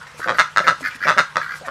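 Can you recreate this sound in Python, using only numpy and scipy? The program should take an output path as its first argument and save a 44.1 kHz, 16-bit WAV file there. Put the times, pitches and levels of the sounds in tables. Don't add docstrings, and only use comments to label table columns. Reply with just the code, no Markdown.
import sys
import numpy as np
from scipy import signal
from scipy.io import wavfile
from scipy.ndimage import uniform_filter1d

SR = 44100
rng = np.random.default_rng(int(sys.argv[2]) if len(sys.argv) > 2 else 0)


def transcribe(signal):
    frames = np.atleast_2d(signal).T
    limited = np.clip(frames, -1, 1)
    pcm = np.round(limited * 32767).astype(np.int16)
    wavfile.write(sys.argv[1], SR, pcm)


def how_loud(loudness_db):
    steps = np.asarray(loudness_db, float) / 20
    return 10 ** steps


N = 74970


def evened(x):
    return x / np.sqrt(np.mean(x ** 2) + 1e-20)


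def read(points, hz):
    f, value = np.transpose(points)
    return np.interp(np.log(hz + 1), np.log(f + 1), value)


def add(mix, s, sound):
    part = mix[max(round(s * SR), 0):][:len(sound)]
    part += sound[:len(part)]


def quack(start_s, length_s, peak_db, pulse_hz, peak_at, bill, rings, first_db, last_db,
          rise_s, t60_s, jitter_s, puff_db=-90, far=0):
    v = np.linspace(0, 1, round(length_s * pulse_hz) + 1)
    places = v + .1 * np.sin(2 * np.pi * v) / (2 * np.pi) + .06 * (v ** 4 - v)
    peak_at = np.clip(peak_at, .05, .95)
    flat_top = 1.585
    rising = first_db * abs(1 - v / peak_at) ** flat_top
    falling = last_db * abs((v - peak_at) / (1 - peak_at)) ** flat_top
    levels = peak_db + np.where(v < peak_at, rising, falling)

    ring_hz, ring_db, tail_db = np.transpose(rings)[:, :, None]
    t = np.arange(3000) / SR
    swell = 1 - np.exp(-(t / rise_s) ** 2)
    decay = how_loud(-60 * (t - rise_s) / t60_s)
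    tail = how_loud(tail_db - 60 * t * pulse_hz / 5.5)
    shape = swell * (decay + tail)
    spread_db = 1.5 + far * 1.5
    phase_spread = far * np.pi + .00035 * ring_hz
    out = np.zeros(N)
    for place, pulse_db in zip(places, levels):
        level_draw, pitch_draw, phase_draw = rng.standard_normal((3, len(rings), 1))
        dull_db = 0.24 * (pulse_db - far * peak_db) * (ring_hz > 2400)
        ring = how_loud(ring_db + dull_db + spread_db * level_draw) * shape
        opening = bill + .008 * far * (pulse_db - peak_db)
        hz = ring_hz * opening * (1 + .02 * pitch_draw)
        ring *= np.cos(2 * np.pi * hz * (t - 0.001058) + phase_spread * phase_draw)
        noise = uniform_filter1d(rng.standard_normal(len(t)), size=1 + 4 * far)
        puff = how_loud(puff_db + dull_db[-1]) * np.exp(-t / (0.0028 + far * rise_s)) * noise
        when_s = start_s - far * rise_s / 2 + place * length_s + jitter_s * rng.standard_normal()
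        add(out, when_s, how_loud(pulse_db) * (puff - ring.sum(0)))
    return out


def near_birds():
    # start_s, length_s, peak_db, pulse_hz, bill opening (factor on the rings)
    near_calls = [(0.2752, 0.045, -9, 120, 0.94), (0.3847, .033, -2, 182, 1.04),
                  (0.5615, .041, -4, 98, 1.035), (0.6682, .038, -4, 159, 1.04),
                  (1.0699, 0.055, -5.5, 141, 1), (1.1757, .034, -3, 177, 1.05), (1.357, .023, -5, 99, .98),
                  (1.676, 0.021, -21, 137, 0.89)]
    # ring_hz, level_db, lingering tail_db
    near_rings = [(159, -25, -14.5), (581, -14, -10), (950, -16.5, -7.5), (1274, -0.5, -7),
                  (1560, -0.5, -39), (1938, -3.5, -25), (2650, -8.5, -23), (3473, -10.5, -18),
                  (4060, -13.5, -18), (4840, -16, -25), (5550, -19.5, -32), (6240, -20.5, -30),
                  (7310, -28, -35), (8350, -31, -33)]
    return sum(quack(start_s, length_s, peak_db, pulse_hz, 0.33, bill, near_rings, -8, -10,
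                     rise_s=.0007, t60_s=.011, jitter_s=.0003, puff_db=-33.5)
               for start_s, length_s, peak_db, pulse_hz, bill in near_calls)


def far_birds():
    # start_s, length_s, peak_db, pulse_hz, place of the peak (0-1), bill opening (factor)
    far_calls = [(.003, 0.026, -32.5, 130, 0, 0.91), (0.056, 0.032, -33, 80, 0.36, 1.13),
                 (0.101, .08, -46, 90, 0.85, .8), (.201, 0.058, -16.5, 62, 0.9, .97),
                 (0.335, 0.032, -19.5, 110, 0.16, 0.98), (0.609, .012, -17, 85, .2, 0.93),
                 (0.634, 0.036, -18, 105, .2, 1.07), (0.829, 0.054, -13, 91, 0.53, 1.08),
                 (0.904, .02, -31, 130, 0.49, 1.52), (.921, .038, -27, 80, .9, 1.23),
                 (1.006, .043, -14.5, 95, .95, 1.07), (1.036, .029, -14.5, 110, 0.58, 1.22),
                 (1.129, 0.034, -25, 130, 0.03, 0.97), (1.400, .062, -17.5, 65, 0.24, 1.006),
                 (1.478, .077, -19, 65, 0.5, 1.04), (1.649, 0.011, -22.5, 90, 0, 1.19)]
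    # ring_hz, level_db, lingering tail_db
    far_rings = [(1200, -12, -16), (1380, -5, -16), (1620, -1, -16), (1950, -7, -18), (2250, -15, -25),
                 (3000, -27, -30), (4300, -23, -18), (4750, -24, -20)]
    return sum(quack(*call, far_rings, -9, -6.5, rise_s=.0025, t60_s=.028, jitter_s=.0006,
                     puff_db=-11.5, far=1) for call in far_calls)


def grunts():
    # start_s, length_s, peak_db, pulse_hz, place of the peak (0-1)
    grunt_calls = [(.259, 0.11, -25, 190, 0.46), (.602, 0.016, -20.5, 190, 0),
                   (.640, 0.093, -28.5, 165, 0.97), (1.053, 0.096, -23, 155, 0.2),
                   (1.165, 0.051, -25, 190, .7), (1.357, .045, -28, 180, 0.38),
                   (1.610, 0.027, -36, 185, 0.36), (1.672, .027, -31, 150, 0.8)]
    # ring_hz, level_db, lingering tail_db
    grunt_rings = [(168, -9.5, -15.5), (344, -22, -62), (608.5, 1.5, -4), (800, -26, -51)]
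    return sum(quack(*call, 0.95, grunt_rings, -4.5, -16.5, rise_s=0.00057, t60_s=.025,
                     jitter_s=0.00056) for call in grunt_calls)


def soft_note():
    # start_s, length_s, level_db, first_hz, last_hz
    start_s, length_s, level_db, first_hz, last_hz = (1.632, .042, -35, 760, 620)
    v = np.arange(0, 1, 1 / (length_s * SR))
    waver_hz = 200 * uniform_filter1d(rng.standard_normal(len(v)), size=100)
    hz = first_hz + (last_hz - first_hz) * v ** 2 + waver_hz
    phase = 2 * np.pi * np.cumsum(hz) / SR
    out = np.zeros(N)
    add(out, start_s, how_loud(level_db) * np.sin(np.pi * v) ** .5 * (np.sin(phase) + .3 * np.sin(2 * phase)))
    return out


def knocks():
    # start_s, level_db, ring_hz, t60_s
    thuds = [(.145, -42, 458, 0.14), (0.951, -37, 234, 0.067), (1.015, -39, 379.9, 0.039),
             (0.1958, -22.5, 920, 0.017), (.202, -29.5, 450, 0.028), (.808, -27, 586, 0.026),
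             (0.819, -32, 284, 0.12), (1.612, -36, 502, 0.033)]
    out, t = np.zeros(N), np.arange(4000) / SR
    for start_s, level_db, hz, t60_s in thuds:
        wobbly_s = np.cumsum(1 + 1.62 * uniform_filter1d(rng.standard_normal(len(t)), 60)) / SR
        add(out, start_s, how_loud(level_db - 60 * t / t60_s) * np.sin(2 * np.pi * hz * wobbly_s))
    return out


def walls(x):
    # band_hz, t60_s
    wall_decay = [(200, 0.21), (600, 0.083), (1300, 0.28), (2000, 0.19), (4000, 0.2), (8000, 0.18)]
    # band_hz, level_db
    wall_colour = [(200, 5), (700, 0), (1300, 2.5), (2200, 0.5), (4500, 7.5), (10000, 11.5)]
    taps = np.zeros(SR // 2)
    at = np.arange(300, len(taps) - 20, 20)
    taps[at + rng.integers(0, 20, at.shape)] = rng.choice([-1., 1.], at.shape)
    hz, t, z = signal.stft(taps, SR, nperseg=128)
    echo_db = read(wall_colour, hz)[:, None] - 60 * t / read(wall_decay, hz)[:, None]
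    tail = signal.istft(z * how_loud(echo_db), SR, nperseg=128)[1]
    reference = np.linalg.norm(taps * how_loud(-60 * np.arange(len(taps)) / SR / .4))
    return signal.fftconvolve(x, tail / reference)[:N]


def splashes():
    # start_s, length_s, level_db (rms before the fades), hiss_hz (sets the band edges)
    bursts = [(0.158, 0.076, -42, 9000), (0.366, 0.022, -41.5, 10000), (0.785, 0.058, -42, 7000),
              (0.871, 0.018, -42.5, 8020), (0.944, 0.03, -42.5, 7000), (1.295, 0.033, -68, 7000),
              (1.531, 0.08, -42.5, 8100), (1.647, 0.044, -45.5, 9000)]
    out = np.zeros(N)
    for start_s, length_s, level_db, hz in bursts:
        n = round(length_s * SR)
        band = signal.butter(1, [hz * 0.13, min(hz * 1.1, 20000)], "band", fs=SR, output="sos")
        grain = how_loud(2.4 * uniform_filter1d(rng.standard_normal(n), 40) * 4.4)
        hiss = evened(signal.sosfilt(band, grain * rng.standard_normal(n)))
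        add(out, start_s, how_loud(level_db) * np.hanning(n) * hiss)
    return out


def rustle():
    # band_hz, relative density_db (per Hz)
    rustle_colour = [(18, -47), (30, -18.5), (121, 2.5), (336, -24.5), (473, -5), (740, -12), (822, -5),
                     (1100, -1), (3400, -12.5), (6380, -17.5), (16000, -35)]
    frames, hz = N // 128 + 5, np.fft.rfftfreq(512, 1 / SR)
    real, imag, patches = rng.standard_normal((frames, 257, 3)).T
    patches = evened(uniform_filter1d(uniform_filter1d(patches, 8, 0), 12, 1))
    flicker = evened(uniform_filter1d(rng.standard_normal(frames), 3))
    level_db = read(rustle_colour, hz)[:, None]
    level_db = level_db + 2.5 * patches * (hz[:, None] > 300)
    level_db = level_db + 1.5 * flicker * (hz[:, None] > 2500)
    z = (real + 1j * imag) * how_loud(level_db)
    return how_loud(-43) * evened(signal.istft(z, nperseg=512, noverlap=384)[1][:N])


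def hum():
    # tone_hz, level_db (rms)
    tones = [(76, -63), (150, -56)]
    out, t = np.zeros(N), np.arange(N) / SR
    for hz, level_db in tones:
        drift = uniform_filter1d(rng.standard_normal((2, N)), 1500, axis=1)
        c, d = uniform_filter1d(drift, 1500, axis=1)
        tone = (0.026 + c) * np.cos(2 * np.pi * hz * t) + d * np.sin(2 * np.pi * hz * t)
        out += how_loud(level_db) * evened(tone)
    return out


def scene():
    near, far = near_birds(), far_birds()
    low = grunts() + soft_note() + knocks()
    echo = walls(how_loud(-8.5) * (near + low)) + walls(how_loud(-6) * far)
    return (near + far + low + echo + splashes() + rustle() + hum())[None]


def low_pass(x):
    return signal.sosfilt(signal.butter(12, 16440, fs=SR, output="sos"), x)


def record(dry):
    clipped = np.clip(dry, -.93, .93)
    bass_cut = signal.butter(2, 55.4, "high", fs=SR, output="sos")
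    thinned = signal.sosfilt(bass_cut, clipped)
    treble_cut = signal.firwin2(201, [0, 10200, 15800, 16300, SR / 2], [1, 1, how_loud(-21), 0, 0], fs=SR)
    mix = signal.oaconvolve(thinned, treble_cut[None], "same")
    return low_pass(mix)


dry = scene()
out = record(dry)
transcribe(out)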